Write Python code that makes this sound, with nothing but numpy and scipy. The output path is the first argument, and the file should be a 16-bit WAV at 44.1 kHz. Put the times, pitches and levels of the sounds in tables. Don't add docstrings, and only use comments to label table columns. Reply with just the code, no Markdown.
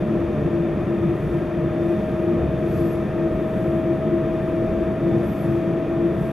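import sys
import numpy as np
from scipy import signal
from scipy.fft import rfft, irfft, next_fast_len
from scipy.io import wavfile
from scipy.ndimage import map_coordinates

SR = 44100
rng = np.random.default_rng(int(sys.argv[2]) if len(sys.argv) > 2 else 0)


def ratio(d):
    e = np.asarray(d, float) / 20
    return 10 ** e


def store_pcm(level_fs):
    pcm = np.round(np.clip(level_fs, -1, 1) * 32767).astype(np.int16)
    wavfile.write(sys.argv[1], SR, np.atleast_2d(pcm).T)


N = 278712
STEP_S = 0.002


def rolling():
    # (frequency [Hz], level [dB per Hz])
    floor_spectrum = [(11, -48), (18, -16), (97, -8.5), (156, -1.5), (204, -3.5), (259, -13), (285, -6),
                      (339, -5), (411, -9.5), (564, -13), (641, -10.5), (705, -20.5), (800, -25),
                      (1040, -55.5), (1760, -120)]
    # (frequency [Hz], width [Hz], height [dB])
    floor_peaks = [(70.7, 15, 6), (144.5, 13, 2.5), (173.7, 3.3, 3.5), (217, 13, 8.5), (271.6, 25, 5),
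                   (354.2, 17, 6.5), (410, 15, -0.5), (452.5, 20, 4)]
    # (frequency [Hz], level [dB per Hz])
    rail_spectrum = [(410, -25), (700, -0.5), (844, -9), (1270, -7), (1500, -12.5), (1800, -12.5),
                     (2100, -17), (2400, -16.5), (2860, -22.5), (3540, -25), (4500, -49), (5850, -70.5),
                     (9900, -120)]
    # (frequency [Hz], width [Hz], height [dB])
    wheel_peaks = [(893, 40, 3), (1021, 22, 4), (1255, 38, 4), (1500, 70, -2), (1600, 10, 8), (1810, 70, 5),
                   (1967, 35, 5), (2045, 50, -3), (2209, 40, 3), (2255, 40, -3), (2317, 45, 4),
                   (2469, 32, 7), (2675, 30, 4), (2960, 120, -2), (3200, 30, 3), (3295, 40, 4),
                   (3420, 150, -2), (3533, 11, 10), (3595, 20, 10), (3632, 18, 6)]
    # (time [s], thud change [dB], boom change [dB], rumble change [dB])
    jolts = [(.23, 8, -13, 0.5), (.42, 1, 4, 1), (.49, 9.5, 0, 0.5), (.94, -6, -2.5, 0),
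             (1.03, 1.5, 6.5, -1.5), (1.28, 5.5, -2, -0.5), (1.51, -2.5, -6.5, -3.5), (2.38, 3, -1, 3.5),
             (2.45, 8.5, 2.5, 0.5), (2.66, -1, 0.5, -0.5), (2.8, 8.5, 3, 1.5), (3.33, 10.5, -7.5, 0.5),
             (4.7, 11, -1.5, 1.5), (4.81, 1.5, -12.5, 1), (5.13, 1.5, 9.5, 1), (5.22, 4, -7, 2),
             (5.28, 0, 5.5, 0), (5.36, 0, -6, -2), (5.49, 3.5, 8, -1.5), (5.84, -3.5, -7.5, 0)]
    jolt_s = 0.082

    times, *shift_db = np.transpose(jolts)
    bumps = np.exp(-2 * (since(times) / jolt_s) ** 2)
    thud_db, boom_db, rumble_db = fine(*np.array(shift_db) @ bumps)

    floor = rush(floor_spectrum, floor_peaks)
    deep = below(floor, 100)
    low = below(floor, 180)
    thud = ratio(-37.5 + thud_db) * unit(deep)
    boom = ratio(-30 + boom_db) * unit(low - deep)
    rumble = ratio(-26.5 + rumble_db) * unit(floor - low)
    roar = ratio(-38.5) * rush(rail_spectrum, wheel_peaks)
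    return thud + boom + rumble + roar


def panel():
    # (time [s], top level [dB], rise [s], fall [s])
    swells = [(.26, -22.5, 0.48, 0.1), (.61, -22, 0.26, 0.13), (.81, -25, .04, 0.065),
              (.92, -24.5, 0.031, .3), (1.11, -21, .3, 0.081), (1.36, -22, 0.16, 0.043),
              (1.64, -25, .5, 0.036), (1.94, -20, .35, 0.032), (2.16, -27, 0.026, 0.067),
              (2.31, -24.5, 0.29, 0.36), (2.64, -25, 0.039, 0.35), (2.82, -23, .1, .2),
              (2.96, -22, .08, 0.1), (3.26, -21.5, 0.13, .05), (3.47, -28.5, .3, .06),
              (3.7, -23.5, 0.11, 0.36), (3.91, -21, .08, .045), (4.13, -18.5, 0.037, 0.11),
              (4.35, -24, 0.23, .04), (4.61, -21.5, 0.16, 0.074), (4.81, -22, 0.14, .045),
              (4.89, -23, 0.032, 0.018), (5.07, -19, 0.072, 0.21), (5.55, -20.5, 0.13, 0.076),
              (5.65, -22.5, 0.063, 0.25), (6.05, -19.5, .22, 0.13)]
    swell_db = 13
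    rest_db = -40.5
    roundness = 1.24

    top_db, away = peaked(swells)
    swelling_db = top_db - 0.6 - swell_db * away ** roundness
    level_db, = fine(np.maximum(swelling_db.max(0), rest_db))
    drone = tone(338.7, level_db, flutter_db=1.2, rate=16, drift_hz=1.3)
    return drone * ratio(np.array([[1.2], [-1.2]]))


def gears():
    # (time [s], tooth rate [Hz])
    tooth_rate = [
        (0, 611),
        (.65, 609),
        (1.35, 615.5),
        (2.2, 629),
        (2.9, 631.8),
        (3.8, 637.2),
        (4.7, 641.2),
        (6.32, 650.2),
    ]
    # (time [s], level [dB])
    torque = [(0, -35), (.2, -35), (.7, -36.5), (1.03, -41.5), (1.33, -42), (1.43, -35), (2.2, -32.5),
              (2.5, -33), (2.9, -35.5), (3.3, -33.5), (3.5, -30.5), (4.15, -29.5), (4.27, -32),
              (4.88, -29.5), (5.05, -35), (5.5, -33.5), (5.85, -33), (6.32, -34.5)]
    whine = tone(curves(tooth_rate)[0], curves(torque)[0] + 0.7, flutter_db=0.5, rate=16, drift_hz=0.3)
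    return whine * ratio(np.array([[0.6], [-0.6]]))


def seal():
    # (time [s], top level [dB], rise [s], fall over 10 dB [s], draught gain [dB])
    puffs = [
        (1.33, -66, .26, 0.1, 0.5),
        (1.87, -68.5, .1, 0.5, 1.5),
        (2.8, -61.5, .16, .24, 4),
        (3.63, -65, .24, .24, 0.5),
        (4.45, -71.5, .2, 0.6, .5),
        (5.39, -62, 0.22, 0.24, 2.5),
        (6.27, -61.5, .14, .1, 1),
    ]
    leak_db = -80
    top_db, away = peaked(puffs)
    flow = ratio(leak_db) + ratio(top_db - 10 * away ** 1.6).sum(0)
    lift_db = np.transpose(puffs)[-1] @ ratio(-10 * away ** 2)
    flow, lift_db = fine(flow, lift_db)
    return draught(lift_db) + jet(flow) + whistles() + side_tones()


def draught(lift_db):
    # (frequency [Hz], level [dB per Hz])
    hiss_spectrum = [(2180, -22), (3700, -7), (3810, -18.5), (4080, -7), (5860, -9), (6300, -7.5),
                     (6810, -14), (9170, -18.5), (11300, -10.5), (12300, -21.5), (14300, -19.5),
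                     (15700, -26.5)]
    # (frequency [Hz], width [Hz], height [dB])
    duct_peaks = [(3880, 150, 2.5), (4180, 130, -2), (4390, 150, 2), (4630, 130, 1), (4870, 130, 1.2),
                  (5190, 170, -3), (6080, 90, 1), (6300, 200, -3), (6770, 200, 2.5)]
    hiss = rush(hiss_spectrum, duct_peaks)
    dull = below(hiss, 9000)
    sway_db = 0.5 * wobble(6)
    return ratio(-64 + lift_db + sway_db) * unit(dull) + ratio(-69.5) * unit(hiss - dull)


def jet(flow):
    # (frequency [Hz], level [dB per Hz])
    jet_spectrum = [(3000, -43), (3800, -17), (4400, -12), (6000, -15.5), (8000, -9.5), (9200, -23.5),
                    (10200, -4.5), (11800, -1.5), (12600, -3.5), (13200, -14), (15500, -16), (15800, -31.5)]
    # (frequency [Hz], width [Hz], height [dB])
    throat_peaks = [(7800, 1300, 3.5)]
    full_db = -59
    noise = rush(jet_spectrum, throat_peaks)
    body = below(noise, 11900)
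    opening = (flow / ratio(full_db)) ** 0.5
    return flow * ratio(0.6 * wobble(14)) * (body + opening * (noise - body))


def whistles():
    # (start [s], rise [s], hold [s], fall [s], top pitch [Hz])
    blows = [
        (2.668, .08, .09, .13, 12830),
        (5.235, .115, .028, .078, 12530),
    ]
    onset_hz = 10620
    weak_hz, weak_db_per_khz = 12500, 24
    sound = 0
    for start, rise, hold, fall, top_hz in blows:
        length = rise + hold + fall
        t = np.arange(N) / SR - start
        growing = np.sin(np.pi / 2 * np.clip(t / rise, 0, 1))
        fading = np.clip((length - t) / fall, 0, 1)
        hz = onset_hz + (top_hz - onset_hz) * np.minimum(growing, fading)
        thinning_db = weak_db_per_khz * np.clip(hz - weak_hz, 0, None) / 1000
        rising_db = -2.5 * np.clip(1 - t / rise, 0, 1)
        sound = sound + whistle(hz, -59.5 - thinning_db + rising_db, start, start + length)
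    return sound


def side_tones():
    # (start [s], end [s], pitch [Hz], level [dB])
    pipes = [
        (2.73, 2.77, 10350, -66),
        (2.785, 2.825, 10480, -65),
        (2.842, 2.875, 10420, -67),
        (2.73, 2.85, 12420, -70),
        (5.222, 5.25, 10700, -62),
        (5.438, 5.478, 10900, -60),
        (5.478, 5.492, 11300, -63),
    ]
    return sum(whistle(hz, db, start, end) for start, end, hz, db in pipes)


def fitting():
    # (start [s], end [s], pitch [Hz], level [dB])
    squeaks = [
        (3.31, 3.37, 14550, -82),
        (3.335, 3.37, 13300, -73),
        (3.33, 3.375, 12150, -76),
        (3.35, 3.39, 7950, -78),
        (3.39, 3.44, 12150, -76),
        (3.38, 3.435, 14550, -78),
        (3.41, 3.44, 6600, -76),
    ]
    # (time [s], peak level [dB], pitch [Hz], time to fall 60 dB [s])
    ticks = [
        (1.733, -57, 9300, .1),
        (1.838, -58, 10700, .06),
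        (1.89, -58, 10800, .04),
        (2.085, -58, 10500, .05),
        (5.48, -59, 11300, .03),
        (6.14, -56, 11400, .03),
    ]
    sound = 0
    for start, end, hz, db in squeaks:
        squeak = tone(hz, db, flutter_db=2.5, rate=60, drift_hz=15)
        sound = sound + sounding(start, end, fade=0.008) * squeak
    t = np.arange(SR // 20) / SR
    for start, db, hz, t60 in ticks:
        slow_noise = np.convolve(rng.standard_normal(len(t)), np.hanning(60) / 5, "same")
        rattle = slow_noise * np.sin(2 * np.pi * hz * t)
        click = np.diff(rng.standard_normal(len(t) + 2), 2) / 5
        sound[round(start * SR):][:len(t)] += ratio(db - 5 - 60 * t / t60) * (click + rattle)
    return sound


def whistle(hz, db, start, end):
    core = tone(hz, db - 1.5, flutter_db=3.2, rate=70, drift_hz=65)
    halo = tone(hz, db - 7, flutter_db=2.5, rate=500, drift_hz=260)
    to_right = ratio(np.array([[-1.2], [1.2]]))
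    return sounding(start, end, fade=0.012) * (core + halo) * to_right


def tone(hz, db, flutter_db, rate, drift_hz):
    phase = 2 * np.pi * np.cumsum(hz + drift_hz * wobble(rate)) / SR
    return np.sqrt(2) * ratio(db + flutter_db * wobble(rate)) * np.sin(phase)


def rush(spectrum, peaks):
    # (frequency [Hz], likeness [0 to 1])
    alike = [(30, .9995), (90, .999), (250, 0.98), (640, 0.89), (1400, 0.9), (3100, 0.87), (6000, 0.79),
             (9000, 0.77), (10800, 0.95), (12200, 0.93), (16000, 0.9)]

    def colour(hz):
        level_db = along(spectrum, hz)
        for centre, width, db in peaks:
            level_db = level_db + db / (1 + (2 * (hz - centre) / width) ** 2)
        turn = np.arccos(np.clip(along(alike, hz), 0, 1)) / 2
        return ratio(level_db) * np.array([np.cos(turn), np.sin(turn)])

    mid, side = filtered(rng.standard_normal((2, N)), colour)
    return unit(np.array([mid + side, mid - side]))


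def below(x, edge_hz):
    return filtered(x, lambda hz: 1 / (1 + (hz / edge_hz) ** 8))


def filtered(x, response):
    m = next_fast_len(N + 8192)
    return irfft(rfft(x, m) * response(np.fft.rfftfreq(m, 1 / SR)), m)[..., :N]


def unit(x):
    return x / np.sqrt(np.mean(np.abs(x) ** 2) + 1e-20)


def along(points, hz):
    f, value = np.transpose(points)
    return np.interp(np.log(hz + 1), np.log(f + 1), value)


def wobble(rate):
    knots = rng.standard_normal(int(N * rate / SR) + 4)
    return map_coordinates(knots, [np.arange(N) * rate / SR], order=2)


def sounding(start, end, fade):
    t = np.arange(N) / SR
    return np.clip(np.minimum(t - start, end - t) / fade, 0, 1)


def curves(rows):
    times, *columns = np.transpose(rows)
    return [np.interp(np.arange(N) / SR, times, column) for column in columns]


def since(moments):
    return np.arange(0, N / SR + STEP_S, STEP_S) - np.asarray(moments)[:, None]


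def fine(*controls):
    return curves(np.transpose([since([0])[0], *controls]))


def peaked(rows):
    times, top_db, rise, fall = np.transpose(rows)[:4, :, None]
    t = since(times[:, 0])
    return top_db, np.maximum(-t / rise, t / fall)


def scene():
    return rolling() + panel() + gears() + seal() + fitting()


def roll_off(x):
    return signal.sosfilt(signal.butter(12, 15850, fs=SR, output="sos"), x)


def record(dry):
    # (frequency [Hz], level difference [dB])
    lean = [(60, .5), (200, .5), (380, 1.5), (700, 1.5), (1290, 1), (2380, 1.5), (4400, .5), (8100, -1.3),
            (12000, -1), (13500, 0)]
    # (frequency [Hz], phase lead [rad])
    lead = [(30, -.05), (150, -.26), (520, -.26), (1800, -.1), (6000, .1), (11500, 0)]
    top_hz = 15740
    half = np.array([[0.5], [-0.5]])

    def hearing(hz):
        return (hz < top_hz) * ratio(half * along(lean, hz)) * np.exp(1j * half * along(lead, hz))

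    dry = dry * sounding(0, N / SR, fade=0.004)
    return roll_off(filtered(dry, hearing))


dry = scene()
out = record(dry)
store_pcm(out)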